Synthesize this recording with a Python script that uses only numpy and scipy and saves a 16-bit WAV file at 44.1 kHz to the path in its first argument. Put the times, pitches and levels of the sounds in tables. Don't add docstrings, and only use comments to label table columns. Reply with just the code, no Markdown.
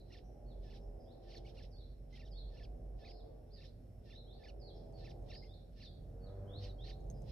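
import sys
import numpy as np
from scipy import signal
from scipy.fft import rfft, irfft, next_fast_len
from scipy.io import wavfile
from scipy.ndimage import uniform_filter1d

SR = 44100
rng = np.random.default_rng(int(sys.argv[2]) if len(sys.argv) > 2 else 0)


def to_linear_factor(level_db):
    exponent = np.asarray(level_db, float) / 20
    return 10 ** exponent


def to_wav(s):
    ch = np.atleast_2d(s).T
    pcm = np.round(np.clip(ch, -1, 1) * 32767)
    wavfile.write(sys.argv[1], SR, pcm.astype(np.int16))


N = 322371
T = np.arange(N) / SR
SMALL_ABOVE_HZ = 1000


def colour(x, points):
    hz, db = np.transpose(points)
    size = next_fast_len(N)
    f = np.maximum(np.arange(size // 2 + 1) * SR / size, 1)
    gain = to_linear_factor(np.interp(np.log(f), np.log(hz), db))
    return irfft(rfft(x, size) * gain, size)[..., :N]


def band(x, hz, width):
    return signal.lfilter(*signal.iirpeak(hz, hz / width, SR), x)


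def narrow(x, hz, width):
    return band(band(x, hz, width), hz, width)


def unit(x):
    return x / np.sqrt(np.mean(x ** 2))


def walk(rate):
    k = int(SR / rate)
    steps = np.repeat(rng.standard_normal(N // k + 1), k)
    return unit(uniform_filter1d(uniform_filter1d(steps, k), k)[:N])


def pan(x, left_db):
    return x * to_linear_factor(np.array([[left_db], [-left_db]]) / 2)


def noise(alike):
    mid, side = rng.standard_normal((2, N))
    alike = np.clip(alike, 0, 1)
    return np.sqrt((1 + alike) / 2) * mid + np.sqrt((1 - alike) / 2) * side * np.array([[1], [-1]])


def echoes(x, t60, alike):
    tail = noise(alike)[:, :SR] * 10 ** (-3 * T[:SR] / t60)
    tail = tail / np.sqrt(np.sum(tail ** 2) / 2)
    return signal.fftconvolve(x[None], tail, axes=1)[:, :N]


def gate(start, stop, rise, fall):
    return np.clip(np.minimum((T - start) / rise + 1, (stop - T) / fall + 1), 0, 1) ** 2


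def span_of(start, stop):
    span = slice(int(start * SR), min(int(stop * SR), N))
    return span, T[span]


def glide(t, f, db, edge_s):
    edge = np.clip(np.minimum(t - t[0], t[-1] - t) / edge_s, 0, 1)
    return 2 * np.pi * np.cumsum(f) / SR, np.sqrt(2) * edge * to_linear_factor(db)


def outdoor_air():
    # f/Hz, gain/dB
    air_tone = [(150, -5), (250, -2.5), (600, -1), (900, -31.5), (1600, -27.5), (2800, -34), (5000, -43),
                (6500, -59)]
    return pan(to_linear_factor(-67) * unit(colour(noise(0.32), air_tone)), -0.75)


def microphone_hiss():
    # f/Hz, gain/dB
    hiss_tone = [(1000, 8), (6500, -5), (10000, 1), (13500, 0), (15000, -8.5), (15500, -20)]
    return pan(to_linear_factor(-85.5) * unit(colour(noise(0), hiss_tone)), -0.75)


def traffic():
    # t/s, deep drone level/dB, low rumble level/dB
    traffic_levels = [(0.0, -52, -55), (0.22, -55, -59), (0.96, -50, -57), (1.3, -56, -59.5),
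                      (1.5, -50.5, -58), (2.25, -53.5, -58.5), (2.45, -47.5, -58), (2.93, -49, -58),
                      (3.34, -57, -60.5), (3.9, -57, -58.5), (4.5, -55, -59.5), (5.3, -50, -54.5),
                      (5.55, -57, -57), (5.8, -51, -54), (6.1, -52, -56), (6.7, -51, -54.5),
                      (7.08, -45.5, -53), (7.31, -52, -51.5)]
    # f/Hz, gain/dB
    rumble_tone = [(20, -15), (35, -1.5), (70, 1), (110, 4), (200, -8.5), (400, -22.5), (900, -52.5)]
    s, drone_db, low_db = np.transpose(traffic_levels)
    phase = 2 * np.pi * np.cumsum(47 * (1 + .03 * walk(5))) / SR
    drone = np.sin(phase) * to_linear_factor(2.1 * walk(12))
    drone = drone + to_linear_factor(-5.5) * unit(narrow(noise(1.0), 45, 25))
    low = unit(colour(noise(0.95), rumble_tone)) * to_linear_factor(1.2 * walk(6))
    mix = unit(drone) * to_linear_factor(np.interp(T, s, drone_db)) + low * to_linear_factor(np.interp(T, s, low_db))
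    return pan(mix, -1.9)


def hum():
    return to_linear_factor(-73) * unit(narrow(noise(0.9), 240, 7.5))


def insects():
    return to_linear_factor(-91.5 + 0.83 * walk(12)) * unit(narrow(noise(0.18), 5400, 450))


def throttle():
    # opens t/s, first climb ends t/s, firing rate there f/Hz, rate held for/s,
    # closes t/s, top firing rate f/Hz, full level/dB
    swings = [(0, .7, 79, .01, 1.7, 89.2, -59), (2.16, 2.8, 81.8, .01, 3.45, 90.2, -59.5),
              (4.1, 4.6, 82, .33, 5.46, 89.6, -57.5), (5.97, 6.7, 84.1, .1, 7.45, 87.2, -58)]
    idle_hz, idle_db = 69.6, -71
    spool_s, ease_s, coast_s = .33, .18, .27
    spool_db, close_db = -2.5, -5
    rate, level = [], []
    for opens, knee, knee_hz, held, closes, top_hz, db in swings:
        rate += [(opens, idle_hz), (knee, knee_hz), (knee + held, knee_hz), (closes - ease_s, top_hz),
                 (closes, top_hz), (closes + coast_s, idle_hz)]
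        level += [(opens - ease_s, idle_db), (opens + spool_s, db + spool_db), (closes - ease_s, db),
                  (closes, db + close_db), (closes + coast_s, idle_db)]
    return np.interp(T, *np.transpose(sorted(rate))), np.interp(T, *np.transpose(sorted(level)))


def motor():
    # f/Hz, width before widening/Hz, relative level/dB
    exhaust = [(380, 120, 2.5), (495, 216, 11), (594, 170, -2), (723, 85, -7.5)]
    hz, db = throttle()
    phase = 2 * np.pi * np.cumsum(hz * (1 + .003 * walk(12))) / SR
    turns = 2 * np.pi * rng.random((12, 1)) + 0.79 * rng.standard_normal((12, 2))
    harmonics = sum(to_linear_factor(3.3 * walk(6)) * np.sin((k + 2) * phase + turn[:, None])
                    for k, turn in enumerate(turns))
    drive = unit(harmonics) + to_linear_factor(15.0) * noise(0.17)
    pipe = sum(to_linear_factor(g_db) * narrow(drive, f_hz, 1.87 * w) for f_hz, w, g_db in exhaust)
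    pipe = colour(pipe, [(200, -1.5), (300, 0.5), (780, -2.5), (950, -15), (1500, -14)])
    return pan(unit(pipe) * to_linear_factor(db), -1.5)


def whistles():
    # start t/s, start f/Hz, shelf f/Hz, drop t/s, end t/s, level/dB
    falls = [(.455, 4350, 4390, .492, .542, -78), (1.7, 6020, 4480, 1.778, 1.83, -72),
             (2.302, 5500, 4390, 2.381, 2.43, -67), (3.126, 3950, 4380, 3.175, 3.22, -75),
             (3.503, 3950, 5050, 3.535, 3.605, -68), (4.59, 5450, 4490, 4.663, 4.719, -66),
             (4.931, 4515, 4470, 4.982, 5.02, -70), (5.796, 3707, 4680, 5.826, 5.885, -64),
             (6.201, 4494, 4450, 6.251, 6.3, -75)]
    # start t/s, start f/Hz, knee t/s, end t/s, end f/Hz, level/dB
    rises = [(1.051, 3118, 1.106, 1.134, 4840, -76), (1.755, 3300, 1.783, 1.84, 4300, -72),
             (2.325, 3100, 2.372, 2.42, 4470, -66), (3.01, 3250, 3.04, 3.115, 5400, -67),
             (4.101, 3350, 4.15, 4.192, 4250, -63.5), (4.262, 3080, 4.32, 4.349, 4700, -68),
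             (5.28, 3300, 5.305, 5.378, 5350, -62), (5.468, 3300, 5.531, 5.554, 4640, -69),
             (6.468, 3050, 6.545, 6.599, 4567, -63), (6.78, 3080, 6.828, 6.865, 4550, -62)]
    shelf_s, drop_hz_per_s, knee_hz = .03, 25000, 3750
    fall_db, rise_db = np.array((-7, 0, -1, -4)), np.array((-12, -5, -.5, 0))
    for start, hz, shelf_hz, drop, stop, db in falls:
        end_hz = shelf_hz - drop_hz_per_s * (stop - drop)
        times = [start, min(start + shelf_s, drop), drop, stop]
        yield times, [hz, shelf_hz, shelf_hz, end_hz], db + fall_db
    for start, hz, knee, stop, end_hz, db in rises:
        yield [start, knee, stop], [hz, knee_hz, end_hz], db + rise_db


def songbirds():
    # t/s, length/s, f/Hz, level/dB ahead of the echoes
    puffs = [(.0, 0.016, 4120, -74), (0.243, 0.048, 5680, -86), (0.8, 0.035, 5300, -84),
             (0.999, 0.057, 5090, -83), (3.471, .06, 3564, -95), (3.682, 0.011, 4300, -84),
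             (4.75, 0.031, 5180, -77.5), (7.142, 0.042, 5160, -82.5)]
    song, blur, puff_sum = np.zeros((3, N))
    flutter, quaver = walk(70), walk(150)
    for s, hz, effort_db in whistles():
        span, t = span_of(s[0], s[-1])
        quarters = s[0] + (s[-1] - s[0]) * (np.arange(4) + .5) / 4
        f = uniform_filter1d(np.interp(t, s, hz), size=400, mode="nearest")
        phase, gain = glide(t, f, np.interp(t, quarters, effort_db), .01)
        blur[span] += gain * np.sin(phase + 2.2 * quaver[span])
        song[span] += gain * to_linear_factor(2.0 * flutter[span]) * np.sin(phase + 0.4 * quaver[span])
    for s, length, hz, db in puffs:
        puff = unit(narrow(rng.standard_normal(N), hz, 500))
        puff_sum += to_linear_factor(db) * gate(s, s + length, rise=0.013, fall=0.027) * puff
    wet = to_linear_factor(3.5) * echoes(blur, 0.44, 0.072) + to_linear_factor(-15) * echoes(blur, 1.0, 0.088)
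    wet = wet + to_linear_factor(1) * echoes(puff_sum, 0.82, 0.13)
    return pan(to_linear_factor(-3.5) * song + puff_sum + wet, -2.0)


def peep(t, rest_hz, start_db, flicks):
    onset_sharp, settle_s = .13, .014
    fade_db = -4
    f = rest_hz * (1 + onset_sharp * (rest_hz < SMALL_ABOVE_HZ) * np.exp(-(t - t[0]) / settle_s))
    for top, hz, rise, fall, _ in flicks:
        away = np.clip(np.where(t < top, (top - t) / rise, (t - top) / fall), 0, 1)
        f = np.maximum(f, rest_hz + (hz - rest_hz) * np.cos(np.pi / 2 * away) ** 2)
    times = [t[0] + .015] + [row[0] for row in flicks]
    db = np.interp(t, times, [start_db] + [row[4] for row in flicks])
    db = db + fade_db * np.clip(1 - (t[-1] - t) / .015, 0, 1)
    return uniform_filter1d(f, size=90, mode="nearest"), db


def nestlings():
    # start t/s, end t/s, resting fundamental f/Hz, voice level at the start/dB,
    # air rasping through the open beak, level/dB ahead of the leaves
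    peeps = [(.101, .2, 890, -70.5, -66), (.636, .784, 860, -83, -67), (1.245, 1.39, 880, -85, -61.5),
             (1.447, 1.52, 1110, -70, -66), (1.565, 1.659, 850, -70, -62.5), (2.125, 2.184, 1030, -68, -68),
             (2.17, 2.295, 900, -70, -72), (2.51, 2.66, 870, -84, -68), (2.99, 3.125, 860, -81, -70),
             (3.561, 3.673, 880, -80, -67), (4.051, 4.172, 880, -82, -67.5), (4.385, 4.51, 860, -81, -70),
             (4.991, 5.124, 880, -85, -65.5), (5.28, 5.37, 890, -78, -64), (5.421, 5.48, 1050, -69, -72),
             (5.756, 5.87, 870, -82, -66), (6.611, 6.69, 920, -77, -57), (6.84, 6.924, 860, -72, -59.5),
             (7.27, 7.31, 890, -80, -61), (3.675, 3.7, 2050, -76, -70), (5.864, 5.894, 1800, -67, -80),
             (6.688, 6.722, 1850, -67, -80), (6.922, 6.948, 1900, -73, -80)]
    # top t/s, top f/Hz, rise/s, fall/s, voice level/dB
    peep_flicks = [
        [(.127, 1434, .014, .031, -66), (.176, 1800, .016, .022, -71)],
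        [(.711, 1490, .017, .029, -73), (.754, 1980, .012, .036, -74)],
        [(1.306, 1528, .012, .027, -72), (1.334, 1620, .011, .022, -70), (1.363, 2280, .005, .05, -65)],
        [(1.467, 1500, .009, .018, -65), (1.495, 1750, .012, .03, -78)],
        [(1.578, 1450, .012, .034, -67), (1.63, 1850, .015, .021, -72), (1.652, 1360, .007, .02, -73.5)],
        [(2.165, 1680, .015, .015, -68), (2.184, 1520, .008, .02, -64.5)],
        [(2.201, 1410, .013, .031, -69), (2.253, 1930, .009, .055, -72), (2.293, 2000, .025, .03, -75)],
        [(2.579, 1450, .017, .033, -71), (2.639, 1730, .014, .028, -68.5)],
        [(3.058, 1270, .018, .04, -65), (3.099, 1690, .02, .03, -70)],
        [(3.62, 1385, .018, .025, -72), (3.66, 1970, .014, .03, -70.5)],
        [(4.108, 1410, .015, .03, -68), (4.156, 1990, .011, .022, -73)],
        [(4.445, 1250, .019, .023, -67.5), (4.487, 1500, .011, .04, -66.5)],
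        [(5.055, 1354, .017, .029, -67), (5.101, 1970, .013, .025, -68)],
        [(5.305, 1400, .015, .024, -64), (5.345, 1610, .013, .016, -66)],
        [(5.447, 1450, .009, .004, -76)],
        [(5.808, 1420, .016, .029, -70), (5.851, 1970, .01, .026, -70)],
        [(6.64, 1580, .008, .028, -63), (6.69, 1100, .015, .02, -80)],
        [(6.865, 1560, .011, .024, -73), (6.897, 1610, .011, .02, -64), (6.924, 1270, .008, .02, -67)],
        [],
        [],
        [],
        [(6.69, 2040, .005, .03, -67)],
        [],
    ]
    partial_db = [-12.5, 3, -5.5, -6, -9, -9, -17.5]
    small_db = [-22, 3, -14, -9, -14, 2, -12]
    # f/Hz, gain/dB
    throat = [(900, -5), (1800, -4.5), (2500, -2), (3400, -3), (4500, 3), (5500, 0), (6200, -15),
              (7000, -27), (12000, -24)]
    # f/Hz, gain/dB
    rasp_tone = [(1000, -15), (1700, -13), (2600, -7), (3800, -1), (4600, -4), (5300, 0), (6200, -16),
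                 (7000, -26), (12000, -30)]
    brighten, calm_db = .5, -67
    rest_dull_db, lift_db_per_octave = -2, 6
    voice, air = np.zeros(N), np.zeros(N)
    hoarse = [walk(100) for _ in partial_db]
    hz, db = np.transpose(throat)
    jitter = .07 * walk(1500)
    for (start, stop, rest_hz, start_db, rasp_db), flicks in zip(peeps, peep_flicks):
        span, t = span_of(start, stop)
        f, effort_db = peep(t, rest_hz, start_db, flicks)
        phase, gain = glide(t, f, effort_db, .006)
        bright_db = brighten * max(rasp_db - calm_db, 0) + rest_dull_db
        bright_db = bright_db + lift_db_per_octave * np.log2(f / rest_hz)
        gain = gain * to_linear_factor(-.07 * np.clip(np.gradient(np.log(f)) * SR - 15, 0, 200))
        for k, k_db in enumerate(small_db if rest_hz > SMALL_ABOVE_HZ else partial_db):
            k_db = k_db + bright_db * (k > 1)
            tone = to_linear_factor(k_db + np.interp(f * (k + 1), hz, db) + .9 * k * hoarse[k][span])
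            voice[span] += gain * tone * np.sin((k + 1) * (phase + jitter[span]))
        air += to_linear_factor(rasp_db) * gate(start + .018, stop - .015, rise=.08, fall=.04)
    rasp = unit(colour(noise(0.2), rasp_tone))
    echo = to_linear_factor(-10) * echoes(voice, .12, .1)
    breath = rasp * air * to_linear_factor(3.2 * walk(60))
    breath = to_linear_factor(-10) * (breath + echoes(breath[0], .15, .1))
    return pan(voice, -2.9) + echo + pan(breath, -3.0)


def twigs():
    # t/s, level/dB, left minus right level/dB, favoured f/Hz
    ticks = [(1.378, -71, -1, 8000), (1.49, -72, -3, 8000), (4.925, -69, -4, 9030), (5.225, -72, -2, 7992),
             (7.006, -72, -4, 5010), (7.067, -73, -2, 4807), (7.101, -55.5, -11, 6500),
             (7.113, -60, 0, 10990), (7.22, -59, 0, 9450)]
    # f/Hz, relative level/dB, time to fade by 60 dB/s
    modes = [(6420, 1, 0.013), (8100, 3.5, 0.0028), (10800, -2, 0.0033), (12800, -14, .003),
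             (4300, -19, 0.0059)]
    t, out = T[:1500], np.zeros((2, N + 1500))
    for s, db, left_db, bright_hz in ticks:
        ring = np.zeros(len(t))
        for hz, m_db, t60 in modes:
            strength = to_linear_factor(m_db - 18 * abs(np.log2(hz / bright_hz)))
            ring += strength * np.sin(2 * np.pi * hz * t) * 1000 ** (-t / t60)
        first = int(s * SR)
        out[:, first:first + len(t)] += pan(to_linear_factor(db) * ring, left_db)
    return out[:, :N] + to_linear_factor(-5) * echoes(out[1, :N], .06, .1)


def passer():
    # t/s, firing rate f/Hz, level/dB; the end values hold outside these times
    passing = [(5.7, 92.25, -78), (6.15, 91.9, -62), (6.301, 96.7, -52.5), (6.55, 98.25, -51),
               (6.7, 98.7, -56.5), (7.0, 96, -78.5)]
    # multiple of the firing rate, relative level/dB
    engine_orders = [(1, 2.5), (2, -15.5), (3, -15.5), (4, -11), (5, -8), (6, -13), (7, -19.5), (10, -32),
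                     (13, -34.5)]
    s, hz, db = np.transpose(passing)
    phase = 2 * np.pi * np.cumsum(np.interp(T, s, hz) * (1 + .005 * walk(15))) / SR
    note = sum(to_linear_factor(k_db + 4.24 * walk(17)) * np.sin(k * phase) for k, k_db in engine_orders)
    road = colour(noise(0.19), [(500, -16.5), (1000, 5.5), (1700, -1), (2500, -20), (5000, -39)])
    return pan((note + to_linear_factor(-23.5) * unit(road)) * to_linear_factor(np.interp(T, s, db)), -0.18)


def scene():
    mix = outdoor_air() + microphone_hiss() + traffic() + hum() + insects() + motor()
    mix = mix + songbirds() + nestlings() + twigs() + passer()
    return np.array([mix[0], np.roll(mix[1], 1)])


def band_limit(x):
    return signal.sosfilt(signal.butter(12, 15300, fs=SR, output="sos"), x)


def record(dry):
    return band_limit(dry)


dry = scene()
out = record(dry)
to_wav(out)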